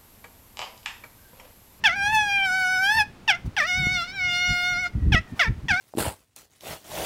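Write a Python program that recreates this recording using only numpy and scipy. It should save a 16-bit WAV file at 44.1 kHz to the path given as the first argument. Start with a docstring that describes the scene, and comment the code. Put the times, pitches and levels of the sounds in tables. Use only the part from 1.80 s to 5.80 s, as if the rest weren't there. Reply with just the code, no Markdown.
"""Foxes quarrelling on a wooden platform

Six sharp barks drop in pitch close to the microphone; two run on into long, wavering whines.
Each call follows the source-filter principle: vocal folds make harmonics, throat and mouth shape them.
The boards throw back short echoes and are knocked and scuffed now and then.
Wind buffets the microphone, and another fox whines faintly far away."""
import sys
import numpy as np
from scipy import signal
from scipy.fft import rfft, irfft, next_fast_len
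from scipy.io import wavfile

SR = 44100
rng = np.random.default_rng(int(sys.argv[2]) if len(sys.argv) > 2 else 0)


def bounce(signal):
    """Save signal as a 16-bit WAV file at the path given by the first command-line argument."""
    frames = np.transpose(np.atleast_2d(signal))
    limited = np.clip(frames, -1, 1)
    pcm = np.round(limited * 32767).astype(np.int16)
    wavfile.write(sys.argv[1], SR, pcm)


N = 176400
T = np.arange(N) / SR
CUTOFF_HZ = 15800


def from_db(db):
    """Amplitude ratio: a factor of ten per 20 dB."""
    return 10 ** (np.asarray(db) / 20)


def unit_power(x):
    """Normalisation to a mean square of 1."""
    return x / np.sqrt(np.mean(x ** 2) + 1e-20)


def in_time(rows, t):
    """Linear interpolation of each column at times t."""
    times, *columns = np.transpose(rows)
    return [np.interp(t, times, column) for column in columns]


def level_at(spectrum, hz):
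    """Spectral envelope in dB, interpolated over log frequency."""
    points_hz, db = np.transpose(spectrum)
    return np.interp(np.log(np.maximum(hz, 1)), np.log(points_hz), db)


def coloured(x, spectrum):
    """Filtering by multiplication of spectra, at unit power."""
    size = next_fast_len(len(x))
    gain = from_db(level_at(spectrum, np.fft.rfftfreq(size, 1 / SR)))
    return unit_power(irfft(rfft(x, size) * gain, size)[:len(x)])


def drift(corner_hz, t):
    """Random modulation: low-passed noise with a spread of about 1."""
    pole = np.exp(-20 * np.pi * corner_hz / SR)
    slow = signal.lfilter([1], [1, -2 * pole, pole * pole], rng.standard_normal(N // 10 + 2000))[2000:]
    return np.interp(t * SR / 10, np.arange(len(slow)), unit_power(slow))


def swell(centre_s, half_s):
    """Gaussian envelope in time."""
    return np.exp(-((T - centre_s) / half_s) ** 2)


def resonance(hz, centre_hz, octaves):
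    """Resonance peak of height 1, Gaussian in log frequency."""
    return np.exp(-(np.log2(hz / centre_hz) / octaves) ** 2)


# Gusts: centre_s, half_length_s, level_db
GUSTS = [(0.33, 0.23, -44.5), (1.18, 0.055, -40), (1.67, 0.024, -25.5), (2.01, 0.039, -29),
         (2.12, 0.07, -35.5), (2.5, 0.093, -45), (2.711, 0.023, -27), (2.952, 0.08, -43),
         (3.172, 0.02, -20), (3.281, 0.058, -19), (3.36, 0.04, -23.5), (3.534, 0.013, -26.5),
         (3.693, 0.028, -19), (3.779, 0.021, -36), (3.853, 0.019, -31.5), (3.923, 0.017, -27)]
# Spectra of the buffeting and the outdoor hush: frequency_hz, relative_density_db
WIND_SPECTRUM = [(20, -34), (45, 1), (100, 3), (150, -2.5), (230, -11), (330, -19), (500, -37), (1000, -54),
                 (3000, -93)]
HUSH_SPECTRUM = [(30, -1), (200, -0.5), (500, -12), (1500, -17.5), (2500, -21), (4000, -26),
                 (9000, -34.5), (15500, -40.5)]
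BREEZE_DB, HUSH_DB = -58, -48


def wind():
    """Turbulent pressure on the microphone makes low buffets over a steady hush."""
    force = from_db(BREEZE_DB) + sum(from_db(db) * swell(s, half) for s, half, db in GUSTS)
    buffets = force * coloured(rng.standard_normal(N), WIND_SPECTRUM)
    return buffets + from_db(HUSH_DB) * coloured(rng.standard_normal(N), HUSH_SPECTRUM)


# Paw scuffs: centre_s, half_length_s, level_db
SCUFFS = [(1.665, 0.011, -48), (3.503, 0.026, -55), (3.585, .025, -46), (3.802, 0.0035, -58)]
# Their spectrum: frequency_hz, relative_density_db
SCUFF_SPECTRUM = [(300, -1), (900, 3), (2500, -10), (6000, -13.5), (15000, -21)]
# Dull knocks: start_s, level_db
KNOCKS = [(2.069, -17), (3.346, -8)]
# Modes of the boards: frequency_hz, gain_db, t60_s
BOARD_MODES = [(87, -17, 0.058), (167, 3, 0.023), (290, -17, 0.031)]


def platform():
    """Friction of paws makes noise; impacts excite the damped modes of the boards."""
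    friction = sum(from_db(db) * swell(s, half) for s, half, db in SCUFFS)
    out = friction * coloured(rng.standard_normal(N), SCUFF_SPECTRUM)
    for start, db in KNOCKS:
        age = np.clip(T - start, 0, .5)
        for hz, mode_db, t60 in BOARD_MODES:
            out += from_db(db + mode_db - 60 * age / t60) * np.sin(2 * np.pi * hz * age)
    return out


# Reflections off the boards: delay_s, gain_db
BOARD_ECHOES = [(.0031, -19.5), (.0083, -19.5)]
SHELTER_DB, SHELTER_T60_S, YARD_DB, YARD_T60_S = -23, 0.26, -41, 0.52


def with_echoes(x):
    """Direct sound, early reflections and the exponential reverberation of shelter and yard."""
    early = sum(from_db(db) * np.interp(T - delay, T, x, left=0) for delay, db in BOARD_ECHOES)
    age, response = T[:SR], 0
    dulling = signal.butter(1, 5100, fs=SR, output="sos")
    for db, t60 in ((SHELTER_DB, SHELTER_T60_S), (YARD_DB, YARD_T60_S)):
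        tail = signal.sosfilt(dulling, rng.standard_normal(SR)) * from_db(-60 * age / t60) * (age > .005)
        response = response + from_db(db) * unit_power(tail) / np.sqrt(SR)
    return x + early + signal.fftconvolve(x, response)[:N]


def breath(phase, throat):
    """Turbulent hiss, pulsed by each cycle of the vocal folds and filtered by the throat."""
    hiss = coloured(rng.standard_normal(len(phase)) * (1 + np.cos(phase)), throat)
    for order, corner_hz in ((2, 600), (1, 4500)):
        hiss = signal.sosfilt(signal.butter(order, corner_hz, "high", fs=SR, output="sos"), hiss)
    return unit_power(hiss)


TREBLE_HZ, BITE_HZ = 3240, 3067  # corner of the treble shelf; resonance that gives a call its bite
JITTER_HZ, SHIMMER_HZ, FLUTTER_HZ = 120, 88, 30
RELEASE_S = 0.024


def voice(t, pitch, throat, mouth_hz, mouth_db, bite_db, treble_db,
          jitter, shimmer, rasp_db, scatter, scatter_hz):
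    """Source and filter: fold cycles vary in period (jitter) and size (shimmer); formants shape them."""
    phase = 2 * np.pi * np.cumsum(pitch * (1 + jitter * drift(JITTER_HZ, t))) / SR
    tone, power = 0, 1e-12
    for k in range(1, int(CUTOFF_HZ / pitch.min()) + 1):
        hz = k * pitch
        formants = mouth_db * resonance(hz, mouth_hz, 0.26) + bite_db * resonance(hz, BITE_HZ, 0.18)
        shelf = treble_db / (1 + (TREBLE_HZ / hz) ** 10)
        # Each harmonic flickers in level and phase, the high ones most.
        wander = drift(scatter_hz, t) + 1j * drift(scatter_hz, t)
        flicker = 1 + scatter * np.minimum(hz / TREBLE_HZ, 2) * wander / 2
        flutter = 1 + .22 * np.minimum(hz / TREBLE_HZ / 2, 1.5) * drift(FLUTTER_HZ, t)
        gain = from_db(level_at(throat, hz) + formants + shelf) * flicker * flutter * (hz < SR / 2)
        tone = tone + np.real(gain * np.exp(1j * (k * phase + 2 * np.pi * rng.random())))
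        power = power + np.abs(gain) ** 2 / 2
    rasp = from_db(rasp_db) * breath(phase, throat)
    return tone / np.sqrt(power) * (1 + shimmer * drift(SHIMMER_HZ, t)) + rasp


def gate(t, start, end, attack_s):
    """Trapezoidal envelope: the voice starts, holds and stops."""
    return np.clip((t - start) / attack_s, 0, 1) * np.clip((end - t) / RELEASE_S + .5, 0, 1)


# Throat response, shared with the second near whine: frequency_hz, gain_db
WHINE_THROAT = [(720, -7.5), (1450, 1.5), (2200, -0.5), (2900, -5), (3650, -5), (4300, -8), (5100, -9.5),
                (5800, -10.5), (6450, -24), (7200, -23.5), (7900, -29), (9300, -32), (11000, -40),
                (15000, -36)]
# Distant whine: time_s, pitch_hz
FAR_PITCH = [(3.1, 645), (3.3, 633), (3.45, 624), (3.55, 602), (3.78, 590)]
FAR_DB = -60


def far_fox():
    """Attenuation with distance leaves a whine from across the yard faint and dull."""
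    on = (T > FAR_PITCH[0][0]) & (T < FAR_PITCH[-1][0])
    t, out = T[on], np.zeros(N)
    cry = voice(t, in_time(FAR_PITCH, t)[0], WHINE_THROAT, mouth_hz=1850, mouth_db=11, bite_db=2.5,
                treble_db=-20, jitter=0.012, shimmer=0.6, rasp_db=-28, scatter=0.77, scatter_hz=15)
    out[on] = from_db(FAR_DB) * signal.windows.tukey(len(t), .2) * cry
    return out


# Pitch contours of the two whines: time_s, pitch_hz
FIRST_PITCH = [(0.16, 804), (0.21, 794), (0.258, 815.6), (0.316, 871), (0.33, 883), (0.42, 839.5),
               (0.498, 807.7), (0.64, 781.5), (0.7, 731.5), (0.77, 758.7), (0.868, 733.6), (0.932, 752.7),
               (0.98, 737.5), (1.058, 787.0), (1.13, 873.2), (1.178, 907), (1.224, 814), (1.236, 831),
               (1.24, 854.5)]
SECOND_PITCH = [(1.875, 712.8), (1.891, 732.6), (1.921, 719), (1.991, 746.5), (2.061, 721), (2.129, 743.3),
                (2.207, 685), (2.223, 677), (2.253, 714), (2.269, 690), (2.279, 732), (2.299, 731),
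                (2.347, 803), (2.411, 733), (2.501, 709.5), (2.649, 719), (2.819, 714), (2.901, 722.5),
                (2.961, 704), (3.011, 736.6), (3.061, 700.6), (3.08, 722)]
# Vocal effort: time_s, level_db, treble_share_db, bite_share_db, mouth_hz
FIRST_EFFORT = [(0.15, -29, -18, -34, 1760), (0.264, -21.5, -15.5, -16, 1860), (0.316, -25, -19, -17, 1950),
                (0.352, -17.5, -14, -13, 1980), (0.378, -17.5, -22.5, -3, 2080),
                (0.46, -26.5, -17, -18, 1890), (0.542, -21.5, -20, -14, 2270), (0.63, -20, -22.5, -9, 2320),
                (0.656, -22.5, -16.5, -16, 1840), (0.672, -23.5, -16.5, -33, 1450),
                (0.74, -21.5, -15.5, -28.5, 1500), (0.976, -21.5, -12.5, -27, 1500),
                (1.012, -21.5, -17, -40, 1510), (1.046, -21.5, -13, -15, 1616),
                (1.11, -19.5, -15.5, -8, 1747), (1.146, -23.5, -6, -32, 1810), (1.202, -16, -14, -11, 1920),
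                (1.235, -24.5, -18, -28, 1920)]
SECOND_EFFORT = [(1.86, -27, -13, -19, 2080), (1.866, -32.5, 0, -7, 2140), (1.9, -24, -6, -16.5, 2180),
                 (2.152, -24, -6, -25.5, 2240), (2.188, -25, -9, -8, 1630), (2.226, -28, -3.5, -13, 1390),
                 (2.266, -39.5, -7.5, -7, 1810), (2.304, -34, -2, -24, 2160), (2.328, -42, -6, -19, 1960),
                 (2.412, -24.5, -8, -14, 2200), (2.498, -23.5, -7, -5, 2040),
                 (2.708, -23.5, -5.5, -14.5, 1920), (2.974, -24.5, -12, -25, 1807),
                 (3.012, -28, -4, -27, 2160), (3.068, -24, -15.5, -30, 1650), (3.08, -33, -2, -21, 1584)]
# Throat response of the first whine: frequency_hz, gain_db
FIRST_THROAT = [(730, -5), (880, 0.5), (1150, 0), (1550, -4), (2400, -4), (3100, -1.5), (4000, -16),
                (4500, -14), (5600, -11.5), (6600, -23.5), (7500, -26), (9200, -27), (12000, -31.5),
                (15500, -39)]
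# Hoarse moments: centre_s, half_length_s, added_roughness
STRAINS = [(.31, .04, 2.2), (1.17, .07, 3.2), (2.27, .055, 4.5), (3.07, .025, 4)]
# Whines: contour, effort, throat, usual_treble_db, usual_bite_db
WHINES = [(FIRST_PITCH, FIRST_EFFORT, FIRST_THROAT, -11.5, -14),
          (SECOND_PITCH, SECOND_EFFORT, WHINE_THROAT, -7, -15.5)]


def whines():
    """Sustained phonation: nearly periodic folds sound clear, and turn irregular under strain."""
    out = np.zeros(N)
    strain = 1 + sum(added * swell(s, half) for s, half, added in STRAINS)
    for contour, effort, throat, usual_treble_db, usual_bite_db in WHINES:
        start, end = effort[0][0], effort[-1][0]
        on = (T >= start) & (T < end + RELEASE_S)
        t, rough = T[on], strain[on]
        pitch = in_time(contour, t)[0] * (1 + 0.0018 * drift(20, t))
        db, treble_db, bite_db, mouth_hz = in_time(effort, t)
        cry = voice(t, pitch, throat, mouth_hz, mouth_db=8.9, bite_db=bite_db - usual_bite_db,
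                    treble_db=treble_db - usual_treble_db, jitter=.0021 * rough, shimmer=.025 * rough,
                    rasp_db=-38 + 20 * np.log10(rough), scatter=0.49, scatter_hz=7.1)
        out[on] += from_db(db) * gate(t, start, end, attack_s=0.01) * cry
    return out


# Barks: start_s, length_s, top_pitch_hz, bottom_pitch_hz, fall_s, fall_lateness, rebound_hz_per_s,
# onset_db, peak_after_s, peak_db, tail_db, mouth_hz, bite_db, treble_db
BARKS = [(.038, 0.12, 907, 663, 0.064, 1.88, 2180, -18.5, 0.023, -11.5, -23, 1930, 8, -3.5),
         (1.477, 0.085, 965, 679, 0.066, 1.04, 1760, -22.5, 0.021, -13, -25.5, 2220, 8, -3.5),
         (1.765, 0.1, 929, 578.4, 0.065, 0.97, 2830, -21.5, 0.037, -19, -23, 1930, -13, 0),
         (3.32, 0.071, 880, 637, 0.047, 1.31, 890, -25, 0.0093, -19, -20, 1970, 5, -2.5),
         (3.593, 0.093, 741, 443, .076, 1.3, 1200, -18.5, 0.02, -15, -25.5, 1940, -2, -2.5),
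         (3.883, 0.16, 988, 709, 0.061, 0.91, 1360, -22.5, 0.032, -19, -22, 1840, -6.5, -1)]
# Throat response in a bark: frequency_hz, gain_db
BARK_THROAT = [(450, -13), (620, -11.5), (850, -4), (1100, -6), (1700, 0.5), (2400, -2.5), (3400, 2),
               (3900, -15), (5400, -11.5), (6100, -18), (6700, -27), (8500, -30.5), (11000, -40.5),
               (15500, -41)]
DROP_S, TAIL_DB_PER_S = 0.032, 97  # quick drop after the peak, then a slower fade
OPENING_DB_PER_S, DULLING_DB, BITE_LOSS_DB, CLOSING_HZ = 194, 8, 25, 200
RASP_DB, CLEARING_S, BURST_DB, BURST_S = -15, .11, 11, .007  # a bark cracks open with extra rasp


def barks():
    """Abrupt phonation starts high and rough; as pitch falls, the closing mouth lowers its formant."""
    out = np.zeros(N)
    for (start, length, top, bottom, fall_s, lateness, rebound,
         onset_db, peak_s, peak_db, tail_db, mouth_hz, bite_db, treble_db) in BARKS:
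        on = (T >= start) & (T < start + length + RELEASE_S)
        t, age = T[on], T[on] - start
        progress = np.minimum(age / fall_s, 1)
        fallen = np.sin(np.pi / 2 * progress ** lateness)
        pitch = top - (top - bottom) * fallen + rebound * np.maximum(age - fall_s, 0)
        db = np.interp(age, [0, peak_s, peak_s + DROP_S], [onset_db, peak_db, tail_db])
        db -= TAIL_DB_PER_S * np.maximum(age - peak_s - DROP_S, 0)
        closed, rough = fallen ** 2, np.exp(-age / CLEARING_S)
        treble = treble_db - DULLING_DB * closed - OPENING_DB_PER_S * np.maximum(peak_s - age, 0)
        rasp_db = RASP_DB + 20 * np.log10(rough) + treble_db / 2 + BURST_DB * np.exp(-age / BURST_S)
        cry = voice(t, pitch, BARK_THROAT, mouth_hz - CLOSING_HZ * closed, mouth_db=5,
                    bite_db=bite_db - BITE_LOSS_DB * progress ** 2, treble_db=treble,
                    jitter=.011 * rough, shimmer=.2 * rough, rasp_db=rasp_db, scatter=1, scatter_hz=53)
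        out[on] += from_db(db) * gate(t, start, start + length, attack_s=.002) * cry
    return out


def scene():
    """Superposition of the echoing calls, wind and boards in one channel."""
    calls = barks() + whines() + far_fox()
    return (with_echoes(calls) + wind() + platform())[None]


def record(dry):
    """Band limiting: an elliptic low-pass cuts the top steeply."""
    return signal.sosfilt(signal.ellip(12, .1, 90, CUTOFF_HZ, fs=SR, output="sos"), dry)


dry = scene()
out = record(dry)
bounce(out)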